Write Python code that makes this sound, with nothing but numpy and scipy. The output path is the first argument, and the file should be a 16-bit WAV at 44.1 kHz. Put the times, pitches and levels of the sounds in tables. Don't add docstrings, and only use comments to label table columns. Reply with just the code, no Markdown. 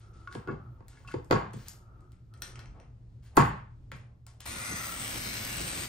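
import sys
import numpy as np
from scipy import signal
from scipy.fft import rfft, irfft, next_fast_len
from scipy.io import wavfile
from scipy.ndimage import uniform_filter1d, minimum_filter1d

SR = 44100
rng = np.random.default_rng(int(sys.argv[2]) if len(sys.argv) > 2 else 0)


def to_wav(sig):
    pcm = np.clip(np.atleast_2d(sig), -1, 1) * 32767
    pcm = np.round(pcm).astype(np.int16)
    wavfile.write(sys.argv[1], SR, pcm.T)


def gain_from_decibels(decibels):
    exponent = np.asarray(decibels, float) / 20
    return 10 ** exponent


N = 259308

# t/s, grit/dB, thud/dB, clack/dB, hollow knock/dB
KNOCK_ROWS = [(0.35, -50, -40, -38.5, -37), (0.3542, -60.5, -30, -50, -29),
              (0.473, -56, -28.5, -46.5, -30.5), (0.486, -70, -31.5, -51, -29.5),
              (0.498, -75, -30, -47, -28), (.524, -67, -37, -58, -42), (0.512, -59, -31, -56, -36),
              (0.804, -71, -45, -55, -44), (1.002, -71, -59, -61, -61), (1.1385, -48, -30, -41.5, -28),
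              (1.1407, -62.5, -26.5, -47.5, -20.5), (1.3, -60, -54.5, -50.5, -49.5),
              (1.309, -26.5, -19.5, -27, -16.5), (1.3227, -34.5, -24, -21, -24.5),
              (1.327, -34, -16.5, -26.5, -11.5), (1.357, -66.5, -27, -24, -29), (1.537, -61, -32, -75, -37),
              (1.571, -67, -39.5, -66, -42), (3.354, -73, -51, -55, -54), (3.359, -65.5, -42, -44.5, -46.5),
              (3.3692, -31, -24.5, -21, -22.5), (3.3731, -34.5, -12.5, -9.5, -13),
              (3.3765, -35, -9.5, -21.5, -8.5), (3.383, -45.5, -20, -26, -28),
              (3.389, -37, -16.5, -29.5, -23.5), (3.403, -43.5, -27, -27, -27.5),
              (3.409, -36.5, -26, -36.5, -27), (3.426, -51, -24.5, -34, -28),
              (3.92, -57.5, -39.5, -49.5, -45), (4.268, -78, -63, -55, -72), (4.405, -75, -68, -57, -58),
              (4.457, -66, -59, -42.5, -56), (5.605, -84, -34.5, -70, -29.5)]
# t/s, ring/dB, handle/dB, snap/dB
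TICK_ROWS = [(0.326, -37.5, -39, -64), (0.3487, -53, -53, -58), (0.8825, -46, -55.5, -61),
             (1.081, -65, -80, -71.5), (1.115, -60, -60, -63.5), (1.1199, -46, -52, -77.5),
             (1.246, -64, -66, -68.5), (1.534, -50, -55, -60.5), (1.6836, -50, -52, -43.5),
             (2.007, -64, -83, -77.5), (2.1197, -63, -57, -72.5), (2.195, -66.5, -73, -91),
             (2.3386, -40.5, -53, -70.5), (2.3753, -62, -78, -71), (2.4204, -16.5, -40, -42),
             (2.557, -34.5, -39.5, -64), (2.592, -29, -42.5, -61), (2.6577, -42, -49.5, -75),
             (2.8, -44.5, -51.5, -78), (3.3684, -26, -33, -37), (3.37, -29, -28.5, -35.5),
             (3.9173, -47, -34.5, -59.5), (4.266, -45, -53, -58), (4.289, -48, -72, -85),
             (4.427, -44, -63, -78), (4.4048, -52, -41.5, -52), (4.4566, -46, -54, -52)]
# t/s, fracture level/dB
SCORE_ROWS = [
    (4.456, -42.5),
    (4.47, -39),
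    (4.84, -37),
    (4.99, -38),
    (5.02, -35.5),
    (5.42, -36),
    (5.64, -35),
    (5.85, -35),
    (5.88, -45),
]
SLIDE_ATTACK_S, SLIDE_FADE_DB_PER_S = 0.0052, 244


def column(rows):
    return np.transpose(np.array(rows, float))


def in_time(rows):
    s, *columns = column(rows)
    return [np.interp(np.arange(N) / SR, s, c) for c in columns]


def at_hz(points, hz):
    f, value = column(points)
    return np.interp(np.log(np.maximum(hz, 1)), np.log(f), value)


def rms_one(x):
    return x / np.sqrt(np.mean(x ** 2) + 1e-30)


def band(x, low_hz, high_hz):
    return signal.sosfilt(signal.butter(2, [low_hz, high_hz], "band", fs=SR, output="sos"), x)


def drift(rate_hz, count=1, start=0):
    knots = rng.standard_normal((count, 400))
    at = np.arange(N - start) / SR * rate_hz
    return np.array([np.interp(at, np.arange(400), k) for k in knots])


def colour(x, spectrum):
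    size = next_fast_len(N)
    gain = gain_from_decibels(at_hz(spectrum, np.fft.rfftfreq(size, 1 / SR)))
    return rms_one(irfft(rfft(x, size) * gain, size)[..., :N])


def two_ports(mid, side):
    # f/Hz, left-right likeness/1
    likeness = [(60, 0.99), (200, 0.95), (400, 0.29), (700, 0.053), (1400, -0.16), (3000, 0.16),
                (7000, 0.96), (15000, 0.6)]
    size = next_fast_len(len(mid))
    alike = np.clip(at_hz(likeness, np.fft.rfftfreq(size, 1 / SR)), -1, 1)
    m = rfft(mid, size) * np.sqrt(.5 + alike / 2)
    s = rfft(side, size) * np.sqrt(.5 - alike / 2)
    return irfft([m + s, m - s], size)[:, :len(mid)]


def ring(clicks, hz, t60_s):
    r, w = gain_from_decibels(-60 / (t60_s * SR)), 2 * np.pi * hz / SR
    return signal.lfilter([0, np.sin(w)], [1, -2 * r * np.cos(w), r * r], clicks + 1e-18)


def strike(rows, modes, level_db, spread_db):
    s, *strength_db = column(rows)
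    at, out = np.round(s * SR).astype(int), np.zeros(N)
    chance = rng.standard_normal((len(at), len(modes)))
    for k, (hz, db, t60_s, which) in enumerate(modes):
        hit_db = strength_db[round(which)] + db + level_db + spread_db * chance[:, k]
        clicks = np.zeros(N)
        clicks[at] = gain_from_decibels(hit_db) * (-1) ** k
        out += ring(clicks, hz, t60_s)
    return out


def pushes(times, level_db, soft_s):
    out, t = np.zeros(N), np.arange(800) / SR
    for s, db, soft in zip(times, level_db, soft_s):
        pulse = t * np.exp(-t / max(soft, 2e-5))
        out[round(s * SR):][:800] += gain_from_decibels(db) * pulse / pulse.sum()
    return out


def bursts(times, level_db, length_s):
    out, bins = np.zeros(N), np.arange(2049)
    for s, db, length in zip(times, level_db, np.broadcast_to(length_s, times.shape)):
        samples = max(length, 1e-4) * SR / 2
        delays = 4 + samples * rng.exponential(1, 70)
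        lateness = np.interp(bins, np.linspace(0, 2048, 70), delays)
        crack = irfft(np.exp(-1j * np.pi / 2048 * np.cumsum(lateness)))[:2048]
        out[round(s * SR):][:2048] += gain_from_decibels(db) * np.sqrt(samples) * crack
    return out


def grains(per_s, spread_db):
    sizes = gain_from_decibels(spread_db * np.minimum(rng.exponential(1, N), 5)) * rng.choice([-1, 1], N)
    return sizes * (rng.random(N) < per_s / SR)


def in_strokes(rows, attack_s, fade_db_per_s):
    coarse = np.arange(0, N, 32)
    start, length, level_db, change_db = column(rows)[:, :, None]
    since, length = coarse / SR - start, np.maximum(length, 1e-3)
    db = level_db + change_db * np.clip(since / length, 0, 1)
    db = db - fade_db_per_s * np.maximum(since - length, 0)
    power = np.sum((gain_from_decibels(db) * np.clip(since / attack_s, 0, 1)) ** 2, axis=0)
    return np.interp(np.arange(N), coarse, np.sqrt(power))


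def dying_noise(t60_table, spectrum, rise_s, size):
    t, edges = np.arange(size) / SR, 40 * 2 ** np.arange(0, 8.8, 1 / 4)
    white, tail = rng.standard_normal((3, 2, size)), 0
    for k, (low, high) in enumerate(zip(edges, edges[1:])):
        hz = np.sqrt(low * high)
        fall = gain_from_decibels(-60 * t / at_hz(t60_table, hz)) * np.clip(t / rise_s, 0, 1)
        part = band(white[k % 3], low, high) * fall
        energy = np.sum(part ** 2, axis=1, keepdims=True)
        tail = tail + part * gain_from_decibels(at_hz(spectrum, hz)) * np.sqrt(2 * (high - low) / SR / energy)
    return two_ports(*tail)


def through(x, response):
    return signal.fftconvolve(x[None], response, axes=1)[:, :N]


def background():
    # f/Hz, density/dB per Hz
    rumble_spectrum = [(12, -47.5), (20, -15.5), (45, -6.5), (80, -6), (92, -15), (114, 1), (149, -21),
                       (180, -18.5), (200, -24), (291, -28), (324, -29.5), (390, -33.5), (568, -39),
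                       (2470, -55.5), (12000, -64.5), (15600, -104), (22000, -120)]
    # start/s, length/s, whine/dB, change over the run/dB
    whine_runs = [
        (0.0, 0.66, -65, 3.5),
        (1.7, 0.35, -68, 2),
        (2.29, 0.28, -67, 2.5),
        (2.46, 0.33, -74, 2),
    ]
    lull_s, lull_lasts_s, lull_db = 4.38, 0.13, -5.5
    shake_hold_s, shake_db, score_shake_db = 0.099, -33, -52
    wander_db = 2. * drift(6.)[0]
    wander_db = wander_db + lull_db * np.exp(-((np.arange(N) / SR - lull_s) / lull_lasts_s) ** 2)
    shakes = [(s, shake_hold_s, thud_db + shake_db, 0) for s, _, thud_db, *_ in KNOCK_ROWS]
    shakes.append((SCORE_ROWS[0][0], N / SR, score_shake_db, 0))
    level = np.hypot(gain_from_decibels(-50), in_strokes(shakes, attack_s=0.11, fade_db_per_s=84))
    rumble = level * gain_from_decibels(wander_db) * colour(two_ports(*rng.standard_normal((2, N))), rumble_spectrum)
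    whine = rms_one(band(rng.standard_normal((2, N)), 1220, 1373))
    whine += gain_from_decibels(-4) * rms_one(band(rng.standard_normal(N), 325, 385))
    whine += gain_from_decibels(-28) * rms_one(band(rng.standard_normal(N), 9700, 12400))
    return rumble + in_strokes(whine_runs, attack_s=0.044, fade_db_per_s=91.5) * whine


def sliding():
    # start/s, length/s, hiss/dB, change over the stroke/dB
    slide_strokes = [(0.0, 0.07, -56.5, -10), (.13, 0.18, -59, -9.5), (.3, 0.026, -62, 11.5),
                     (.89, 0.18, -56, -7), (1.072, 0.032, -45.5, -4.5), (1.531, 0.013, -31.5, -19.5),
                     (1.545, 0.077, -59, 9), (1.655, 0.032, -46.5, -0.5), (2.332, .07, -70, -8),
                     (2.417, 0.11, -40, -16), (2.795, 0.065, -75, -4), (3.222, 0.046, -61.5, 5.5),
                     (3.31, 0.097, -76, 18), (3.915, 0.037, -56, 1.5), (4.266, 0.0092, -61, 8.5),
                     (4.4, 0.041, -46, -3)]
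    # start/s, length/s, drag/dB, change over the
    # stroke/dB
    drag_strokes = [(0.0, 2.03, -67.5, 0.5), (.38, 0.15, -63.5, 14.5), (.95, 0.29, -74.5, 3),
                    (1.32, 0.03, -37, 0), (2.3, 0.19, -72, 12.5), (2.55, 0.11, -56, -4),
                    (2.73, 0.065, -57.5, 2), (3.28, 0.082, -77, 20.5), (3.42, 0.12, -60.5, 12.5),
                    (3.92, 0.19, -60, -9), (4.27, .12, -68, -1)]
    # f/Hz, density/dB per Hz
    paper_spectrum = [(800, -7), (1500, -3), (3700, -8.5), (6500, -10.5), (8800, -13.5), (9600, -2.5),
                      (11000, -27), (15500, -25.5)]
    hiss = gain_from_decibels(-10.5 + 0.5 * drift(14.0)[0]) * colour(grains(7600.0, 3.0), paper_spectrum)
    drag = gain_from_decibels(-4.5) * rms_one(band(rng.standard_normal(N), 240, 890))
    return (in_strokes(slide_strokes, SLIDE_ATTACK_S, SLIDE_FADE_DB_PER_S) * hiss
            + in_strokes(drag_strokes, attack_s=.03, fade_db_per_s=169.5) * drag)


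def whisper():
    # start/s, length/s, 12 kHz level/dB, 15 kHz level/dB, change over the stroke/dB
    treble_strokes = [(0.0, .3, -86.5, -99, 2), (.325, .04, -68, -66, -5), (.36, .14, -84, -80, -8),
                      (.56, .3, -93, -108, 0), (.71, .04, -89, -89, 0), (.885, 0.18, -85, -82, -2),
                      (1.06, .09, -73, -74, -1), (1.2, .09, -83, -88.5, 0), (1.31, .07, -56.5, -58, -7),
                      (1.535, .14, -75, -75, 4), (1.685, 0.075, -69, -69, -11), (1.85, 0.51, -95, -100, 1),
                      (2.42, .07, -95, -66, -6.5), (2.68, 0.53, -98, -108, 0), (3.23, .05, -78, -78.5, -1.5),
                      (3.372, .12, -48.5, -55, -13.5), (3.56, 0.35, -97, -108, 2), (3.92, 0.045, -73, -78, 1),
                      (4.05, 0.24, -97, -108, 0), (4.27, 0.044, -73, -81, -5)]
    fine = grains(9000., 1.8)
    rows = column(treble_strokes)
    low_gain = in_strokes(rows[[0, 1, 2, 4]].T, SLIDE_ATTACK_S, SLIDE_FADE_DB_PER_S)
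    top_gain = in_strokes(rows[[0, 1, 3, 4]].T, SLIDE_ATTACK_S, SLIDE_FADE_DB_PER_S)
    low = rms_one(band(band(fine, 9900, 13000), 9900, 13000))
    top = rms_one(band(band(fine, 14400, 15800), 14400, 15800))
    return low_gain * low + top_gain * top


def clinks():
    # t/s, scrape/dB, ring/dB, favoured pitch f/Hz
    touches = [(0.2738, -20, -39.5, 1393), (0.3135, -38, -51, 1276), (0.3267, -50, -46.5, 1380),
               (0.3501, -13.5, -53, 1360), (0.4743, -29, -39, 1360), (0.484, -52, -39, 1410),
               (.4885, -52, -40.5, 1130), (0.4954, -44, -36, 1350), (.504, -52, -42.5, 1420),
               (0.519, -47, -46, 1500), (0.5264, -47, -46, 1650), (0.93, -64, -57.5, 1435),
               (0.952, -60, -60.5, 1435), (0.972, -56, -49.5, 1650), (1.048, -41, -50, 1220),
               (1.066, -62, -58.5, 1247), (1.0829, -46.5, -52.5, 1108), (1.087, -56.5, -45.5, 1110),
               (1.0755, -74.5, -49, 2650), (1.0795, -79, -47, 2670), (1.084, -73, -45, 2620),
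               (1.091, -73, -48, 2695), (1.107, -44.5, -50, 1670), (1.1138, -22.5, -42.5, 1450),
               (1.1205, -18.5, -45.5, 1520), (1.1373, -75, -53.5, 1850)]
    # f/Hz, level/dB, t60/s, strength column/index (0 scrape, 1-4 mode groups)
    strip_modes = [(1117, 4.5, 0.096, 1), (1435, 2, 0.072, 2), (1686, 0, 0.087, 3), (2070, -15.5, 0.088, 3),
                   (2210, -13.5, 0.1, 3), (2660, 1, 0.096, 4), (3400, -20, .06, 4), (4140, -17, .05, 4),
                   (4810, -15, 0.06, 4)]
    fall_db_per_octave, reach_db = 37.5, 23.5
    s, peak_db, ring_db, favoured_hz = column(touches)
    leading_hz = column(strip_modes)[0][[0, 1, 2, 5]]
    octaves = np.abs(np.log2(leading_hz[:, None] / favoured_hz))
    modes_db = ring_db - np.minimum(fall_db_per_octave * octaves, reach_db)
    rows = np.vstack([s, peak_db, modes_db]).T
    scrape = band(bursts(s, peak_db - 23.0, 0.0035), 900, 3800)
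    return strike(rows, strip_modes, level_db=-1.5, spread_db=4) + scrape


def knocks():
    # f/Hz, density/dB per Hz
    bench_spectrum = [(50, -6), (113, -5), (190, -1), (340, 2.5), (500, -6), (950, -8), (1600, -15),
                      (2500, -27.5), (3900, -30), (5500, -40.5), (9000, -43), (14000, -42)]
    # f/Hz, t60/s
    bench_t60 = [(60, .2), (120, .14), (300, .045), (1000, .03), (3000, .02), (9000, .012)]
    # f/Hz, level/dB, t60/s, strength column/index (rounded; 0 grit .. 3 knock)
    top_modes = [(114.6, -1.5, 0.21, 2), (200, -0.5, 0.048, 0), (232, -2, 0.024, 0.5), (300, 1.5, 0.049, 3),
                 (387.3, 2, 0.051, 3), (529.4, 15.5, 0.048, -0.5), (650, 8, 0.022, -0.5),
                 (830, -12.5, 0.048, 2), (944, 2.5, 0.028, 2), (1100, -2, 0.046, 2), (1356, -2, 0.03, 2),
                 (1654, -8, 0.072, 2)]
    s, crack_db, thud_db, clack_db, knock_db = column(KNOCK_ROWS)
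    contact_s = np.full(len(s), 0.0013)
    blow = band(pushes(s, thud_db + 51., contact_s / 3), 70, 250)
    blow = blow + band(pushes(s, knock_db + 44., contact_s / 3), 250, 650)
    blow = blow + band(pushes(s, clack_db + 47.0, contact_s / 12), 820, 2000)
    blow = blow + band(bursts(s, crack_db + 40.5, 0.0015), 1200, 16000)
    punch = band(pushes(s, knock_db + 19.5, contact_s / 4.2), 150, 900)
    wood = through(blow, dying_noise(bench_t60, bench_spectrum, rise_s=0.00059, size=SR // 5))
    return -punch + wood + strike(KNOCK_ROWS, top_modes, level_db=-7.5, spread_db=3.5)


def clatter():
    clatter_hold_s, clatter_db = 0.0079, -20.5
    buzz_hold_s, buzz_db = 0.012, -22.5
    jumps = [(s, clatter_hold_s, clack_db + clatter_db, 0) for s, _, _, clack_db, _ in KNOCK_ROWS]
    buzzes = [(s, buzz_hold_s, handle_db + buzz_db, 0) for s, _, handle_db, _ in TICK_ROWS]
    chips = grains(2500., 4.6)
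    chatter = rms_one(band(band(chips, 760, 1800), 600, 4100))
    buzz = rms_one(band(chips, 1600, 2600))
    return (in_strokes(jumps, attack_s=0.0068, fade_db_per_s=151.5) * chatter
            + in_strokes(buzzes, attack_s=0.003, fade_db_per_s=198.5) * buzz)


def ticks():
    # f/Hz, level/dB, t60/s, strength column/index (0 ring)
    tool_modes = [(1450, -5.5, 0.037, 0), (1830, -14, 0.069, 0), (2640, -10, 0.028, 0),
                  (3250, -6.5, 0.015, 0), (4100, -7.5, 0.0085, 0), (5140, -10, 0.013, 0),
                  (5760, -2.5, 0.028, 0), (6460, -14.5, 0.013, 0), (7600, -14.5, .025, 0),
                  (9100, -14, 0.027, 0)]
    tip_share, tip_level_db, pan_db = 0.6, -4.5, 0
    s, ring_db, handle_db, snap_db = column(TICK_ROWS)
    tip_db = tip_share * handle_db + (1 - tip_share) * snap_db + tip_level_db
    hard_s = np.zeros(len(s))
    tip = pushes(s, tip_db + 30.0, hard_s) + bursts(s, tip_db - 0.5, 0.00024)
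    tip = band(tip, 2500, 4500)
    handle = pushes(s, handle_db + 24.0, hard_s) + bursts(s, handle_db + 12.0, 0.00053)
    handle = band(handle, 1200, 2600)
    snap = band(bursts(s, snap_db + 13.5, 0.0015), 6600, 16500)
    snap += band(bursts(s, snap_db + 18.0, 0.0015), 7120, 11000)
    snap += band(bursts(s, snap_db + 11.5, 0.0027), 4800, 5400)
    ringing = strike(TICK_ROWS, tool_modes, level_db=-15.0, spread_db=3.0)
    return (ringing + tip + handle + snap) * gain_from_decibels([[pan_db / 2], [-pan_db / 2]])


def singing(hz, t):
    # t/s, duration/s, f/Hz, lift/dB
    sung_regions = [(4.62, 0.22, 1414, 17.5), (4.69, 0.19, 2100, 12), (5, 0.14, 530, 2),
                    (9.4, 0.12, 660, 7), (5.05, 0.18, 2600, -1), (4.64, 0.25, 2460, 11.5),
                    (5.3, 0.27, 2300, 7), (7.3, 0.18, 2800, 7.5), (5.57, 0.1, 2870, 10.5),
                    (3.6, 0.068, 2830, -11), (5.3, 0.38, 3260, 4.5), (5.25, 0.08, 3400, -11),
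                    (5.63, 0.075, 3500, -10), (4.55, 0.06, 3800, 5.5), (5.3, 0.1, 4330, 12),
                    (4.55, .2, 3300, -3), (5.1, 0.42, 4500, -12.5), (5.3, 0.19, 5380, 11),
                    (5.6, 0.12, 5900, 3), (4.9, 0.23, 1340, 15.5), (4.74, 0.15, 6200, 8),
                    (5.2, 0.38, 7220, -34), (5.5, 0.083, 7100, -3), (6.4, 0.19, 11000, -2),
                    (5.0, 0.07, 8350, 9.5), (5.7, 0.19, 8500, 7), (4.6, 0.26, 9150, 10),
                    (4.6, .12, 13200, 2.5), (4.87, 0.12, 15000, 8), (2.8, 0.27, 15000, -13),
                    (5.9, 0.059, 14200, 4), (5.5, 0.1, 11000, 2.5), (7.1, 0.13, 12000, -11),
                    (4.8, 0.051, 9500, 1), (4.3, .3, 1240, 6), (5.1, 0.15, 3300, 4),
                    (4.8, 0.21, 1980, 10.5)]
    width = .04
    s, lasting, centre_hz, lift_db = column(sung_regions)[:, :, None]
    near = np.exp(-(np.log(hz / centre_hz) / width) ** 2 - ((t - s) / lasting) ** 2)
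    return gain_from_decibels(np.sum(lift_db * near, axis=0))


def scoring():
    # f/Hz, density/dB per Hz
    fracture_spectrum = [(400, -18.5), (540, -6.5), (800, -7.5), (1300, -3), (2400, 1), (3100, -3),
                         (3900, -1.5), (4600, -2.5), (5500, -4.5), (7000, -1.5), (8300, 0.5), (9250, 0),
                         (12300, -3), (15400, -5.5)]
    modes, hop = 380, 64
    fracture_db, = in_time(SCORE_ROWS)
    press_db = -59.5 + 1.455 * (fracture_db - fracture_db[-1])
    start = round(SCORE_ROWS[0][0] * SR)
    active = np.arange(N) >= start
    cracks = [grains(6000., 3.26)[start:] for port_pattern in range(2)]
    pitches_hz = 450 + (np.arange(modes) + rng.uniform(-.4, .4, modes)) * 15400 / modes
    nodes = drift(5.01, count=61, start=start)[:, ::hop]
    regions = drift(3.43, count=38, start=start)[:, ::hop]
    t = np.arange(start, N, hop) / SR
    sheet = np.zeros((2, N))
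    for k, hz in enumerate(pitches_hz):
        gain = gain_from_decibels(3.6 * nodes[k % 61] + 1.2 * regions[k // 10]) * singing(hz, t)
        sheet[k % 2, start:] += ring(cracks[k % 2], hz, .05) * np.repeat(gain, hop)[:N - start]
    direct = rng.standard_normal((2, N)) * gain_from_decibels(-11.)
    direct = (sheet / sheet[:, start:].std() + direct) * active
    hiss = colour(two_ports(*direct), fracture_spectrum) * np.sqrt(1 - start / N)
    press_noise = two_ports(*rms_one(band(rng.standard_normal((2, N)), 44, 310)))
    press = gain_from_decibels(press_db + 2.1 * drift(25.)[0]) * press_noise
    return (gain_from_decibels(fracture_db + 0.33 * drift(40.)[0]) * hiss + press) * active


def room(x):
    # f/Hz, t60/s
    room_t60 = [(60, 0.94), (300, 0.31), (1000, 0.37), (3000, 0.34), (10000, 0.29)]
    # f/Hz, level/dB
    room_spectrum = [(60, -20.5), (300, -8), (1000, 1), (3000, -0.5), (6000, 0.5), (9500, 0), (12500, -5)]
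    return through(x, dying_noise(room_t60, room_spectrum, rise_s=0.0035, size=SR))


def scene():
    near, glass = ticks() + knocks() + clatter() + sliding(), clinks()
    reflected = room(near.mean(0) + gain_from_decibels(-7.) * glass)
    return near + glass + reflected + scoring() + background() + two_ports(whisper(), whisper())


def thin_treble(x):
    sparse_hz, top_hz, band_hz = 9410, 15600, 230
    keep_db, keep_chance_db = -4.5, 2.5
    holes_from_hz, hole_db = 2700, -5.
    hz, _, cells = signal.stft(x, SR, "hann", 2048)
    power = np.mean(np.abs(cells) ** 2, axis=0) + 1e-20
    body = power[(hz > 2500) & (hz < sparse_hz)].mean(0)
    for low in np.arange(sparse_hz, SR / 2, band_hz):
        inside = (hz >= low) & (hz < low + band_hz)
        whim = rms_one(uniform_filter1d(rng.standard_normal(len(body)), size=3))
        threshold = body * gain_from_decibels(2 * keep_db + 2 * keep_chance_db * whim)
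        cells[:, inside] *= (power[inside].mean(0) > threshold) & (low < top_hz)
    floor = minimum_filter1d(body, size=9)
    steady = (body > gain_from_decibels(-40 * 2) * floor.max() * 1e3) * (floor > body / 3)
    around = uniform_filter1d(power, size=48, axis=0) * steady
    for low in np.arange(holes_from_hz, sparse_hz, band_hz / 2):
        inside = (hz >= low) & (hz < low + band_hz / 2)
        cells[:, inside] *= power[inside].mean(0) > around[inside].mean(0) * gain_from_decibels(2 * hole_db)
    thin = signal.istft(cells, SR, "hann", 2048)[1][:, :N]
    block = round(0.0045 * SR)
    bright = uniform_filter1d(band(x.mean(0), 2500, 9000) ** 2, size=block)
    attack = bright > 24 * np.roll(bright, block)
    open_share = np.clip(2 * uniform_filter1d(attack * 1., size=block), 0, 1)
    return thin + open_share * (x - thin)


def roll_off(x):
    return signal.sosfilt(signal.butter(12, 17090, fs=SR, output="sos"), x)


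def record(dry):
    # f/Hz, left-right level/dB
    port_tilt = [(200, 0.), (400, 1.5), (800, 0.), (2400, .8), (3400, 4.), (4400, 8.), (6000, 4.),
                 (8000, 1.), (15000, 0.)]
    # f/Hz, width/Hz, level/dB
    duct_notches = [
        (10150, 560, -18.),
        (13600, 560, -17.),
    ]
    port_lag_s, phase_top_rad, phone_top_hz = 3.4e-5, 1.7, 16400
    size = next_fast_len(N)
    hz = np.fft.rfftfreq(size, 1 / SR)
    tilt_db = at_hz(port_tilt, hz) / 2
    notch_db = sum(db * np.exp(-((hz - centre) / width) ** 2) for centre, width, db in duct_notches)
    notch_db = notch_db - np.maximum(hz - phone_top_hz, 0) / 25
    lag_rad = np.minimum(2 * np.pi * np.outer([0, port_lag_s], hz), phase_top_rad)
    ports = gain_from_decibels([notch_db + tilt_db, notch_db - tilt_db]) * np.exp(-1j * lag_rad)
    heard = irfft(rfft(dry, size) * ports, size)[:, :N]
    mix = thin_treble(heard)
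    return roll_off(mix)


dry = scene()
out = record(dry)
to_wav(out)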